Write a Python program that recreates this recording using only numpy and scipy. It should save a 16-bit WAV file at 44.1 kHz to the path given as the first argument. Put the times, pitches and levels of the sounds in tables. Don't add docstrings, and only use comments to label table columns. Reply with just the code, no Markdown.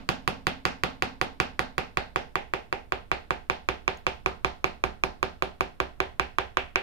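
import sys
import numpy as np
from scipy import signal
from scipy.io import wavfile

SR = 44100
rng = np.random.default_rng(int(sys.argv[2]) if len(sys.argv) > 2 else 0)


def nominal_scale(level):
    x = np.asarray(level, float) / 20
    return 10 ** x


def waveform_to_disk(signal):
    frames = np.transpose(np.atleast_2d(signal))
    scaled = np.clip(frames, -1, 1) * 32767
    samples = np.round(scaled).astype(np.int16)
    wavfile.write(sys.argv[1], SR, samples)


N = 300938

# [t/s, peak level/dB, handle ring re peak/dB]
MALLET_BLOWS = [(0.09, -5.5, -19), (0.277, -6, -20), (0.469, -5.5, -18), (0.653, -5, -16.5),
                (0.836, -6, -16.5), (1.023, -5.5, -18), (1.214, -6, -18), (1.401, -5, -17),
                (1.593, -6, -18), (1.781, -7.5, -16), (1.972, -7.5, -15), (2.16, -9, -15.5),
                (2.356, -10.5, -15), (2.537, -11.5, -14.5), (2.727, -12, -15), (2.922, -11, -15.5),
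                (3.116, -9.5, -14.5), (3.307, -9, -16),
                (3.499, -9, -14), (3.688, -8, -15.5), (3.879, -9, -14), (4.067, -7.5, -16),
                (4.261, -7.5, -18.5), (4.447, -7.5, -18), (4.643, -7.5, -18), (4.839, -7.5, -18.5),
                (5.037, -8, -19), (5.229, -8.5, -18), (5.423, -10.5, -18.5), (5.608, -9.5, -18.5),
                (5.802, -9.5, -18), (6.003, -9.5, -15.5), (6.197, -7.5, -16.5), (6.385, -8, -14.5),
                (6.571, -8, -13), (6.758, -9, -10)]
# [t/s, level/dB]
BLADE_FREEDOM = [
    (.1, 4),
    (1, 0.5),
    (1.6, 0.5),
    (2, -2),
    (3, -4),
    (4.1, -2.5),
    (5.5, 0.5),
    (6, -4),
    (6.8, -10.5),
]
COLOUR_HZ = [70, 200, 420, 1150, 2300, 8000]
STAGE_TIMES = [1.1, 2.6, 4.7, 6.4]
LEFT_LAGS = [.0005, .00061, .00065, .00065]
# [f/Hz, t60/s, left level/dB, right level/dB, change/dB at 3 later stages]
TOOL_MODES = [(157, 0.036, -38.5, -15, 4.5, 2, 4), (423, 0.029, -30, -9.5, -3.5, 2, 0.5),
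              (735, 0.0053, 2, 0.5, 7, 9, 6), (1144.5, 0.011, -17, 3, 4, 2.5, 5.5),
              (1473, 0.0055, -2.5, 8.5, -0.5, -3, 1.5), (1892, 0.0069, -4.5, 0, -2.5, -9.5, -5),
              (2383, 0.0055, -1, 5.5, 1.5, 11, 5), (2880, 0.0037, 2, -45, -33, -67, -46),
              (3328, 0.0082, -9.5, -8.5, 0, 2.5, 4.5), (4515, 0.003, -39, 8, -1.5, 0.5, 0),
              (3940, 0.012, -10.5, -24.5, -2, -3, 1), (7108, 0.0056, -12, -16.5, 2.5, -2, 5),
              (8540, 0.0036, -26, -13.5, 3, -12, 9), (11540, 0.002, -9.5, -36, 5, -3, 11),
              (12700, .008, -34, -22, 1, -3, 7), (14700, 0.0029, -22, -23, 1, 9, -3)]
# [f/Hz, t60/s, swell/s, left level/dB, right level/dB, change/dB at 3 later stages]
BENCH_MODES = [(66.1, 0.21, 0.007, -34.5, -26.5, 7, 7, 6.5), (79.2, 0.35, 0.061, -35, -29.5, 1.5, -2.5, 0),
               (619.5, 0.05, 0.0017, -41.5, -41, -6, -38, -40),
               (176.2, 0.21, 0.0063, -26, -37, -0.5, -1.5, -2.5),
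               (213.7, 0.35, 0.0073, -37.5, -33, 0, 2.5, -5),
               (251.2, 0.3, 0.06, -28.5, -25, -1.5, -6.5, -2),
               (269.4, 0.58, 0.06, -36, -33.5, -14, -30, -9), (383.3, 0.15, 0.003, -30, -29, 6.5, 10, 11),
               (508.2, 0.063, 0.0037, -28, -11, 0.5, 2, 2), (714.3, 0.27, 0.033, -69, -35, 12, 14, 14.5),
               (352, 0.051, 0.0038, -18.5, -18.5, -14, -61, -22),
               (761, 0.089, 0.0069, -23.5, -13.5, -0.5, -1.5, -1.5),
               (811.4, 0.17, 0.09, -69, -11, 8, -11, 3), (883, 0.25, 0.056, -56, -24, 3, 3.5, -9),
               (935, 0.064, 0.0077, -21, -93, 9, 0.5, 8)]
# [f/Hz, level per Hz/dB]
ROOM_COLOUR = [(40, -58), (75, -5), (125, -16.5), (240, -9.5), (330, -12), (500, -9), (780, -7.5),
               (1500, -11.5), (2500, -11.5), (4500, -22.5), (5800, -31.5), (8000, -45), (12000, -30.5),
               (16000, -85)]
# [f/Hz, t60/s]
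ROOM_DECAY = [(50, 0.08), (130, 0.55), (350, 0.34), (920, 0.31), (2430, 0.27), (5200, 0.31), (14000, 0.055)]
# [f/Hz, left minus right level/dB]
STEREO_TILT = [(30, -21), (80, -4.5), (200, -4), (500, -5.5), (1300, -0.5), (3000, -3), (10000, 0.5)]
# [t/s, peak level/dB, f/Hz]
SHAVING_SNAPS = [
    (3.9728, -38.5, 6660),
]
# [f/Hz, level per Hz/dB]
HISS_COLOUR = [(25, 12), (40, 1.5), (80, 6), (400, -13), (2000, -23.5), (6000, -36), (10000, -35),
               (16000, -37.5)]


def rms_one(x):
    return x / np.sqrt(np.mean(x ** 2) + 1e-20)


def at_hz(points, hz):
    table = np.array(points)
    return np.interp(np.log(hz), np.log(table[:, 0]), table[:, 1])


def band_pass(x, low_hz, high_hz):
    return signal.sosfilt(signal.butter(2, [low_hz, high_hz], "band", fs=SR, output="sos"), x)


def noise_bands(length):
    edges = 22 * 2 ** (np.arange(30) / 3)
    white = rng.standard_normal((2, 2, length + 4000))
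    bands = [band_pass(white[k % 2], edges[k], edges[k + 1]) for k in range(len(edges) - 1)]
    return np.sqrt(edges[1:] * edges[:-1]), np.array(bands)[..., -length:]


def colour_bands(points, hz, bands):
    side_db = at_hz(STEREO_TILT, hz)[:, None] * [0.5, -0.5]
    return nominal_scale(at_hz(points, hz)[:, None] + side_db)[..., None] * bands


def mode(t, hz, t60, swell, late=0):
    t = np.maximum(t, 0)
    rise = 1 - np.exp(-t / max(swell, 1e-5))
    return np.sin(2 * np.pi * hz * t - late) * nominal_scale(-60 * t / t60) * rise


def tool(t, left_lag):
    crest_s, contact_s = 0.00035, 0.0008
    crest_times = crest_s + np.array([[left_lag], [0]])
    rings = []
    for hz, t60, left, right, *change in TOOL_MODES:
        late = np.maximum(2 * np.pi * hz * crest_times - np.pi / 2, 0)
        rings.append(nominal_scale(np.array([[left], [right]])) * mode(t, hz, t60, contact_s, late))
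    return np.array(rings)


def bench(t):
    return np.array([nominal_scale(np.array([[left], [right]])) * mode(t, hz, t60, swell)
                     for hz, t60, swell, left, right, *change in BENCH_MODES])


def room(t):
    level_db, start_s, swell_s = -21, 0.0029, 0.00013
    hz, bands = noise_bands(len(t))
    late = np.maximum(t - start_s, 0)
    fall = nominal_scale(-60 * late / at_hz(ROOM_DECAY, hz)[:, None, None]) * (1 - np.exp(-late / swell_s))
    coloured = colour_bands(ROOM_COLOUR, hz, bands)
    return hz, nominal_scale(level_db) * fall * coloured / coloured.sum(axis=0).std()


def blow_rows():
    thud_follows, steel_follows, block_lags = 0.96, 1.02, 0.94
    s, db, handle = np.transpose(MALLET_BLOWS)
    free = np.interp(s, *np.transpose(BLADE_FREEDOM))
    block = block_lags * (db.mean() - db)
    rows = np.transpose([s, db, thud_follows * free, block, handle - handle.mean(), steel_follows * free])
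    rows = np.vstack([rows, rows[0]])
    rows[-1, :2] = -0.12, -2
    return rows


def blows():
    ring_s, lead_s = 0.7, 0.0003
    t = np.arange(round(ring_s * SR)) / SR
    short, bench_rings = t[:len(t) // 10], bench(t)
    solids = TOOL_MODES + BENCH_MODES
    solid_hz = [row[0] for row in solids]
    change_db = np.array([(0, *row[-3:]) for row in solids])
    (hz, first_room), (hz, last_room) = room(t), room(t)
    rows = blow_rows()
    scatter_db = 1.6 * rng.standard_normal((len(rows), len(solid_hz) + len(hz)))
    wobble = 0.12 * rng.standard_normal(len(rows))
    out = np.zeros((2, N + 2 * len(t)))
    for (s, db, thud, block, handle, steel), chance, shift in zip(rows, scatter_db, wobble):
        colour = np.transpose([COLOUR_HZ, [0, thud, block, 0, handle, steel]])
        stage = np.array([np.interp(s, STAGE_TIMES, knot) for knot in np.eye(len(STAGE_TIMES))])
        strength = nominal_scale(at_hz(colour, solid_hz) + change_db @ stage + chance[len(hz):])
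        turn = np.pi / 2 * s * SR / N + shift
        pattern = np.cos(turn) * first_room + np.sin(turn) * last_room
        sound = np.tensordot(nominal_scale(1.11 * at_hz(colour, hz) + chance[:len(hz)]), pattern, 1)
        sound += np.tensordot(strength[len(TOOL_MODES):], bench_rings, 1)
        tool_rings = tool(short, stage @ LEFT_LAGS)
        sound[:, :len(short)] += np.tensordot(strength[:len(TOOL_MODES)], tool_rings, 1)
        at = len(t) + round((s - lead_s) * SR)
        out[:, at:at + len(t)] += nominal_scale(db) * sound
    out = blow_low_cut(far_wall(out))
    return out[:, len(t):len(t) + N]


def far_wall(x):
    delay_s, level_db = 0.082, -23.5
    echo = band_pass(x, 680, 900)
    return x + nominal_scale(level_db) * np.roll(echo, round(delay_s * SR), axis=1)


def blow_low_cut(x):
    return signal.sosfilt(signal.butter(4, 49, "high", fs=SR, output="sos"), x)


def chips():
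    t, out = np.arange(N) / SR, 0
    crackle = np.diff(rng.standard_normal((2, N + 1)))
    for s, db, hz in SHAVING_SNAPS:
        late = np.maximum(t - s, 0)
        tick = mode(late, hz, 0.0079, 1e-4)
        puff_shape = 0.19 * nominal_scale(-60 * late / 0.0043) + 0.06 * nominal_scale(-60 * late / 0.22)
        out = out + nominal_scale(db - 4) * (tick + (late > 0) * crackle * puff_shape)
    return out


def background():
    hiss_db, hum_hz, hum_db = -51.5, 59.5, -54
    whine_hz, whine_db, whine_band_db = 16200, -90, -81
    hz, bands = noise_bands(N)
    hiss = rms_one(colour_bands(HISS_COLOUR, hz, bands).sum(axis=0))
    turn = 2 * np.pi * np.arange(N) / SR
    hum = nominal_scale(hum_db) * np.sin(hum_hz * turn) * [[0.4], [1]]
    flutter = band_pass(bands[-1], whine_hz - 150, whine_hz + 150)
    whine = nominal_scale(whine_db) * np.sin(whine_hz * turn) + nominal_scale(whine_band_db) * rms_one(flutter)
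    return nominal_scale(hiss_db) * hiss + hum + whine


def scene():
    return blows() + chips() + background()


def low_pass(x):
    return signal.sosfilt(signal.butter(12, 16820, fs=SR, output="sos"), x)


def record(dry):
    ceiling, cutoff_hz, offset = 0.6, 17000, -0.0013
    rounded = ceiling * np.tanh(dry / ceiling)
    cut = signal.sosfilt(signal.cheby2(8, 50, cutoff_hz, fs=SR, output="sos"), rounded)
    return low_pass(cut + offset)


dry = scene()
out = record(dry)
waveform_to_disk(out)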